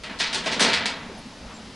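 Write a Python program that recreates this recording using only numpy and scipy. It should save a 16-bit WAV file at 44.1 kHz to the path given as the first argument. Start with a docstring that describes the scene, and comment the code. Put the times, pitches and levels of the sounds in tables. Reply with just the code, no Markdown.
"""A steady wind rumbles and hisses from the start; the background level begins slightly low and rises.
A loose corrugated roofing sheet drums in the wind and crashes on the roof timbers, hardest at about 0.6 s.
Each blow is a chatter of tiny contacts that sets the thin metal ringing; the walls throw back a dull echo.
After 0.9 s the crashes die away, leaving the low drumming with brief, soft swells in it.
The sheet's edge scrapes once, and near the end comes a thin, faraway peep."""
import sys
import numpy as np
from scipy import signal
from scipy.fft import rfft, irfft
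from scipy.io import wavfile
from scipy.ndimage import uniform_filter1d

SR = 44100
rng = np.random.default_rng(int(sys.argv[2]) if len(sys.argv) > 2 else 0)


def bounce(signal):
    """Save signal as a 16-bit WAV file at the path given by the first command-line argument."""
    frames = np.transpose(np.atleast_2d(signal))
    limited = np.clip(frames, -1, 1)
    pcm = np.round(limited * 32767).astype(np.int16)
    wavfile.write(sys.argv[1], SR, pcm)


N = 77175
T, HZ = np.arange(N) / SR, np.fft.rfftfreq(N, 1 / SR)


def amp(db):
    """Turns decibels into a number to multiply by."""
    return 10 ** (np.asarray(db) / 20)


def unit(x):
    """Scales a signal to an average size (rms) of 1."""
    return x / np.sqrt(np.mean(x ** 2) + 1e-20)


def read(points, hz):
    """Looks up a frequency in a table, sliding smoothly between its rows."""
    row_hz, value = np.transpose(points)
    return np.interp(np.log(hz + 1), np.log(row_hz + 1), value)


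def colour(x, gain):
    """Turns each frequency of a sound up or down."""
    return irfft(rfft(x) * gain, N)


def noise(gain):
    """Noise of size 1 with the given balance of frequencies."""
    return unit(colour(rng.standard_normal(N), gain))


def bell(distance):
    """A smooth hump, highest where the distance is zero."""
    return np.exp(-.5 * distance ** 2)


def noise_band(hz, octaves):
    """Noise gathered around one pitch."""
    return noise(bell(np.log2((HZ + 1) / hz) / octaves))


def rise_and_fall(start, length):
    """A loudness curve that rises quickly and falls back to silence."""
    return np.sin(np.pi * np.sqrt(np.clip((T - start) / length, 0, 1)))


# The wind's tone. Each row: frequency in Hz, relative level in dB.
WIND_TONE = [(10, -40), (22, -1.5), (85, -1.5), (117, -8.5), (230, -3), (325, -11.5), (490, -9.5),
             (750, -15), (1100, -14.5), (2700, -17.5), (5000, -18), (6500, -24), (8000, -30.5),
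             (10000, -31), (11800, -45)]
# How much that tone wavers. Each row: frequency in Hz, typical swing in dB.
WIND_WAVER = [(100, 1.5), (700, 1.5), (3000, .6), (8000, .4)]


def wind(level_db=-42, start_db=-3.5, rise_s=0.98):
    """A steady wind rumbles and hisses. The background level starts slightly low and rises."""
    hz, _, spectrum = signal.stft(rng.standard_normal(N), SR, nperseg=2048, noverlap=1536)
    patches = uniform_filter1d(rng.standard_normal(spectrum.shape), size=12, axis=0)  # blur over pitch
    patches = unit(uniform_filter1d(patches, size=7, axis=1))  # blur over time
    tone_db = read(WIND_TONE, hz)[:, None] + read(WIND_WAVER, hz)[:, None] * patches
    air = signal.istft(spectrum * amp(tone_db), nperseg=2048, noverlap=1536)[1][:N]
    return unit(air) * amp(level_db + start_db * np.exp(-T / rise_s))


# The sheet's low notes. Each row: pitch in Hz, spread to either side in Hz, level in dB.
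DRUM_NOTES = [(182, 18, -54), (218.5, 15, -51.5), (287, 13, -56.5)]


def drumming(start_s=0.028):
    """The wind keeps the sheet's lowest notes humming."""
    hum = sum(amp(db) * noise(1 / (1 + ((HZ - hz) / width) ** 2)) for hz, width, db in DRUM_NOTES)
    return hum * np.clip((T - start_s) / .01, 0, 1)


CONTACTS_PER_S = 420


def contacts(start, length, dice, spread_db=5):
    """One blow is a chatter of contacts: gives the sample each lands on and its share of the energy."""
    delay = (np.arange(len(dice)) + dice[:, 0] - dice[0, 0]) / CONTACTS_PER_S
    strength = amp(spread_db * (2 * dice[:, 1] - 1))
    energy = strength ** 2 * np.exp(-(delay / length) ** 4)
    return np.round((start + delay) * SR).astype(int), energy / energy.sum()


def fade(power, fade_s):
    """Stored energy leaks away. A fade time, here and below, is the time it takes to drop 60 dB."""
    return signal.lfilter([1], [1, -np.exp(-np.log(1e6) / (fade_s * SR))], power)


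def wall_echo(power, fade_s, delay_s=0.021, build_s=0.0067):
    """Energy comes back from the walls a little late, builds up and fades."""
    hold = np.exp(-1 / (build_s * SR))
    echo = signal.lfilter([1 - hold], [1, -hold], fade(power, fade_s))
    return np.interp(T - delay_s, T, echo, left=0)


# The blows on the timbers. Each row: start in seconds, length of the chatter in seconds,
# then the strength in dB of the bass, the clang, the crack and the treble.
BLOW_LIST = [(0.0361, 0.0059, -30, -28, -33.5, -34), (.096, 0.0054, -29.5, -30, -39, -50),
             (0.113, 0.0025, -53, -42, -62, -42), (0.189, 0.014, -41, -37, -22.5, -24.5),
             (0.201, 0.0062, -27, -17, -17, -20), (.266, 0.011, -33, -29.5, -24, -34),
             (0.329, 0.0061, -30.5, -25, -21.5, -21), (.345, 0.0041, -32.5, -27, -21.5, -17),
             (.359, 0.0027, -24.5, -26.5, -24, -43), (0.438, 0.021, -34, -27.5, -37, -30),
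             (.460, 0.018, -18, -21.5, -21.5, -25), (0.516, 0.017, -24, -23, -19.5, -24),
             (.564, 0.0052, -22, -39, -42, -49), (.595, 0.007, -21.5, -14.5, -21, -15.5),
             (0.6061, 0.0025, -15, -20.5, -13.5, -10.5), (0.618, 0.012, -19, -22.5, -12.5, -14.5),
             (0.649, 0.0037, -17.5, -17, -18.5, -25), (.683, 0.012, -22.5, -19.5, -22.5, -25.5),
             (0.732, 0.014, -29, -14.5, -15, -19.5), (.857, 0.0027, -27.5, -22, -20, -20)]
# Where bass, clang, crack and treble lie, in Hz.
BLOW_PITCHES = [450, 2200, 4700, 8000]
# The metal's tone. Each row: frequency in Hz, relative level in dB.
METAL_TONE = [(60, -63), (110, -13.5), (215, -3.5), (280, -0.5), (325, -10.5), (480, 0.5), (570, -6.5),
              (660, -1), (800, -8.5), (900, -2), (1300, -5), (2000, -3.5), (4700, -4.5), (5700, -10),
              (7100, -15), (9000, -16.5), (11000, -28), (12000, -62)]
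# How each band of pitches dies away. Each row: centre in Hz, fade time of the metal in seconds,
# fade time of the wall echo in seconds, level of the echo in dB next to the metal.
BAND_FADES = [(150, 0.36, 1.9, -6.5), (410, 0.27, 1.16, -11), (930, 0.28, 1.28, -6.5), (1990, 0.36, .9, -9),
              (3700, 0.23, 0.54, -9), (5350, 0.28, 0.18, -25), (8640, 0.19, 0.15, -7.5),
              (10800, 0.095, 0.29, -37)]


def crashes(waves_per_s=9000, wave_spread_db=2.5, snap_db=-4.5, snap_fade_s=0.023, click_db=-3.5):
    """Each contact clicks and sends ripples through the metal, which bounce off its ribs and edges."""
    dice = rng.random(size=(len(BLOW_LIST), 40, 2))  # random timing and strength of each contact
    chatters = [contacts(blow[0], blow[1], rolls) for blow, rolls in zip(BLOW_LIST, dice)]
    metal = unit(amp(read(METAL_TONE, HZ)))
    sign = rng.choice([-1., 1.], N)
    arrivals = rng.random(N) < waves_per_s / SR
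    sizes = amp(wave_spread_db * np.minimum(rng.exponential(1, N), 4))
    ripples = unit(sign * arrivals * sizes)
    centres = [row[0] for row in BAND_FADES]
    out = np.zeros(N)
    for (hz, ring_s, echo_s, echo_db), this_band in zip(BAND_FADES, np.eye(len(BAND_FADES))):
        band = metal * read(list(zip(centres, this_band)), HZ)
        power = np.zeros(N)
        for blow, (samples, share) in zip(BLOW_LIST, chatters):
            blow_db = read(list(zip(BLOW_PITCHES, blow[2:])), hz)
            power[samples] += share * amp(blow_db) ** 2
        snap = amp(snap_db) ** 2 * fade(power, snap_fade_s)  # the struck spot rings very briefly
        echo = amp(echo_db) ** 2 * wall_echo(power, echo_s)
        out += colour(ripples, band) * np.sqrt(snap + fade(power, ring_s) + echo)
        clicks = sign * np.sqrt(power * SR / CONTACTS_PER_S)
        out += amp(click_db) * colour(clicks, band)
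    return out


# The sheet's lasting notes. Each row: pitch in Hz, level in dB next to the clatter.
RINGING_NOTES = [(236, -3.5), (400, 2), (495, -9), (641, -28), (890, -9), (1357, -9.5), (1417, -15),
                 (1893, -11.5), (1986, 1), (2283, -9), (2347, -15), (2895, -7), (3218, 1), (3780, 5),
                 (4140, -7), (4674, -14), (4834, -3)]


def ringing(clatter, level_db=-2, width_hz=10.6, bright_db=-8, bright_width_hz=36, bright_count=70):
    """Passes the clatter on with the sheet's own notes ringing in it; narrower notes ring longer."""
    notes = sum(amp(db) / (1 + 2j * (HZ - hz) / width_hz) for hz, db in RINGING_NOTES)
    pitches = rng.uniform(1000, 10500, size=bright_count)
    signs = rng.choice([-1, 1], size=bright_count)
    bright = sum(sign / (1 + 2j * (HZ - hz) / bright_width_hz) for hz, sign in zip(pitches, signs))
    return colour(clatter, amp(level_db) * (1 + notes + amp(bright_db) * bright))


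# Swells in the drumming. Each row: loudest moment in seconds, spread in time in seconds,
# pitch in Hz, spread in pitch in octaves, level in dB.
DRUM_SWELLS = [(0.106, 0.0094, 243, 0.31, -42), (1.06, 0.026, 215, .3, -42.5),
               (1.115, 0.02, 415, 0.38, -40.5), (1.184, 0.02, 694, 0.31, -45.5),
               (1.268, 0.011, 237, 0.23, -42.5), (1.444, 0.011, 219, 0.25, -46),
               (1.454, 0.038, 556, 0.55, -48), (1.512, 0.023, 990, 0.98, -43.5),
               (1.582, 0.034, 774, 0.54, -51), (1.683, 0.013, 232, 0.5, -42.5)]


def drum_swells():
    """Brief, soft swells come and go in the low drumming."""
    return sum(amp(db) * bell((T - peak_s) / spread_s) * noise_band(hz, octaves)
               for peak_s, spread_s, hz, octaves, db in DRUM_SWELLS)


# Hollow knocks. Each row: start in seconds, pitch in Hz, fade time in seconds, level in dB.
TIMBER_KNOCKS = [(.351, 380, 0.23, -32.5), (0.4, 1400, 0.14, -46), (.351, 870, 0.12, -30),
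                 (.461, 646, .1, -23), (.609, 503, 0.17, -25)]


def knocks(rise_s=0.0039):
    """The heavier landings on timber ring a hollow note or two."""
    out = np.zeros(N)
    for start, hz, fade_s, db in TIMBER_KNOCKS:
        age = np.maximum(T - start, 0)
        loudness = amp(db - 60 * age / fade_s) * np.minimum(age / rise_s, 1)
        out += loudness * np.sin(2 * np.pi * hz * age)
    return out


# A scrape. Each row: start in seconds, length in seconds, pitch in Hz, spread in octaves, level in dB.
EDGE_SCRAPES = [(1.173, .04, 9600, 0.15, -55.5)]


def scrape():
    """The loose edge of the sheet slides briefly with a thin hiss."""
    return sum(amp(db) * rise_and_fall(start, length) * noise_band(hz, octaves)
               for start, length, hz, octaves, db in EDGE_SCRAPES)


# A high peep. Each row: start in seconds, length in seconds, pitch in Hz, level in dB.
FAR_PEEPS = [(1.536, .07, 7430, -54)]


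def peep(width_hz=160):
    """A faint, thin whistle far away comes in quickly and fades."""
    return sum(amp(db) * rise_and_fall(start, length) * noise(bell((HZ - hz) / width_hz))
               for start, length, hz, db in FAR_PEEPS)


# How wide the crashes sound. Each row: frequency in Hz, width in dB (nearer zero is wider).
CRASH_WIDTH = [(60, -57), (130, -43), (270, -34), (570, -23), (1210, -20), (5400, -21.5), (11400, -19)]
# How wide the wind and the soft sounds are, with the same columns.
WIND_WIDTH = [(130, -57), (270, -42), (570, -26), (1210, -18), (2550, -15), (11400, -14)]


def widen(x, width, lean):
    """Scattered echoes reach the two ears slightly out of step; lean nudges the sound to the left."""
    scatter = unit(uniform_filter1d(rng.standard_normal(len(HZ)), size=20))
    side = colour(x, (lean + 1j * scatter) * amp(read(width, HZ)))
    return np.array([x + side, x - side])


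def scene():
    """The crashing sheet ahead, with the wind and the soft sounds around it."""
    loud = widen(ringing(crashes()) + knocks(), CRASH_WIDTH, lean=.08)
    soft = widen(drumming() + drum_swells() + wind() + peep() + scrape(), WIND_WIDTH, lean=.3)
    return loud + soft


def record(dry):
    """Cuts away the very highest treble, above 11750 Hz."""
    treble_cut = signal.firwin(255, 11750, window=("kaiser", 9), fs=SR)
    return signal.oaconvolve(dry, treble_cut[None], "same")


dry = scene()
out = record(dry)
bounce(out)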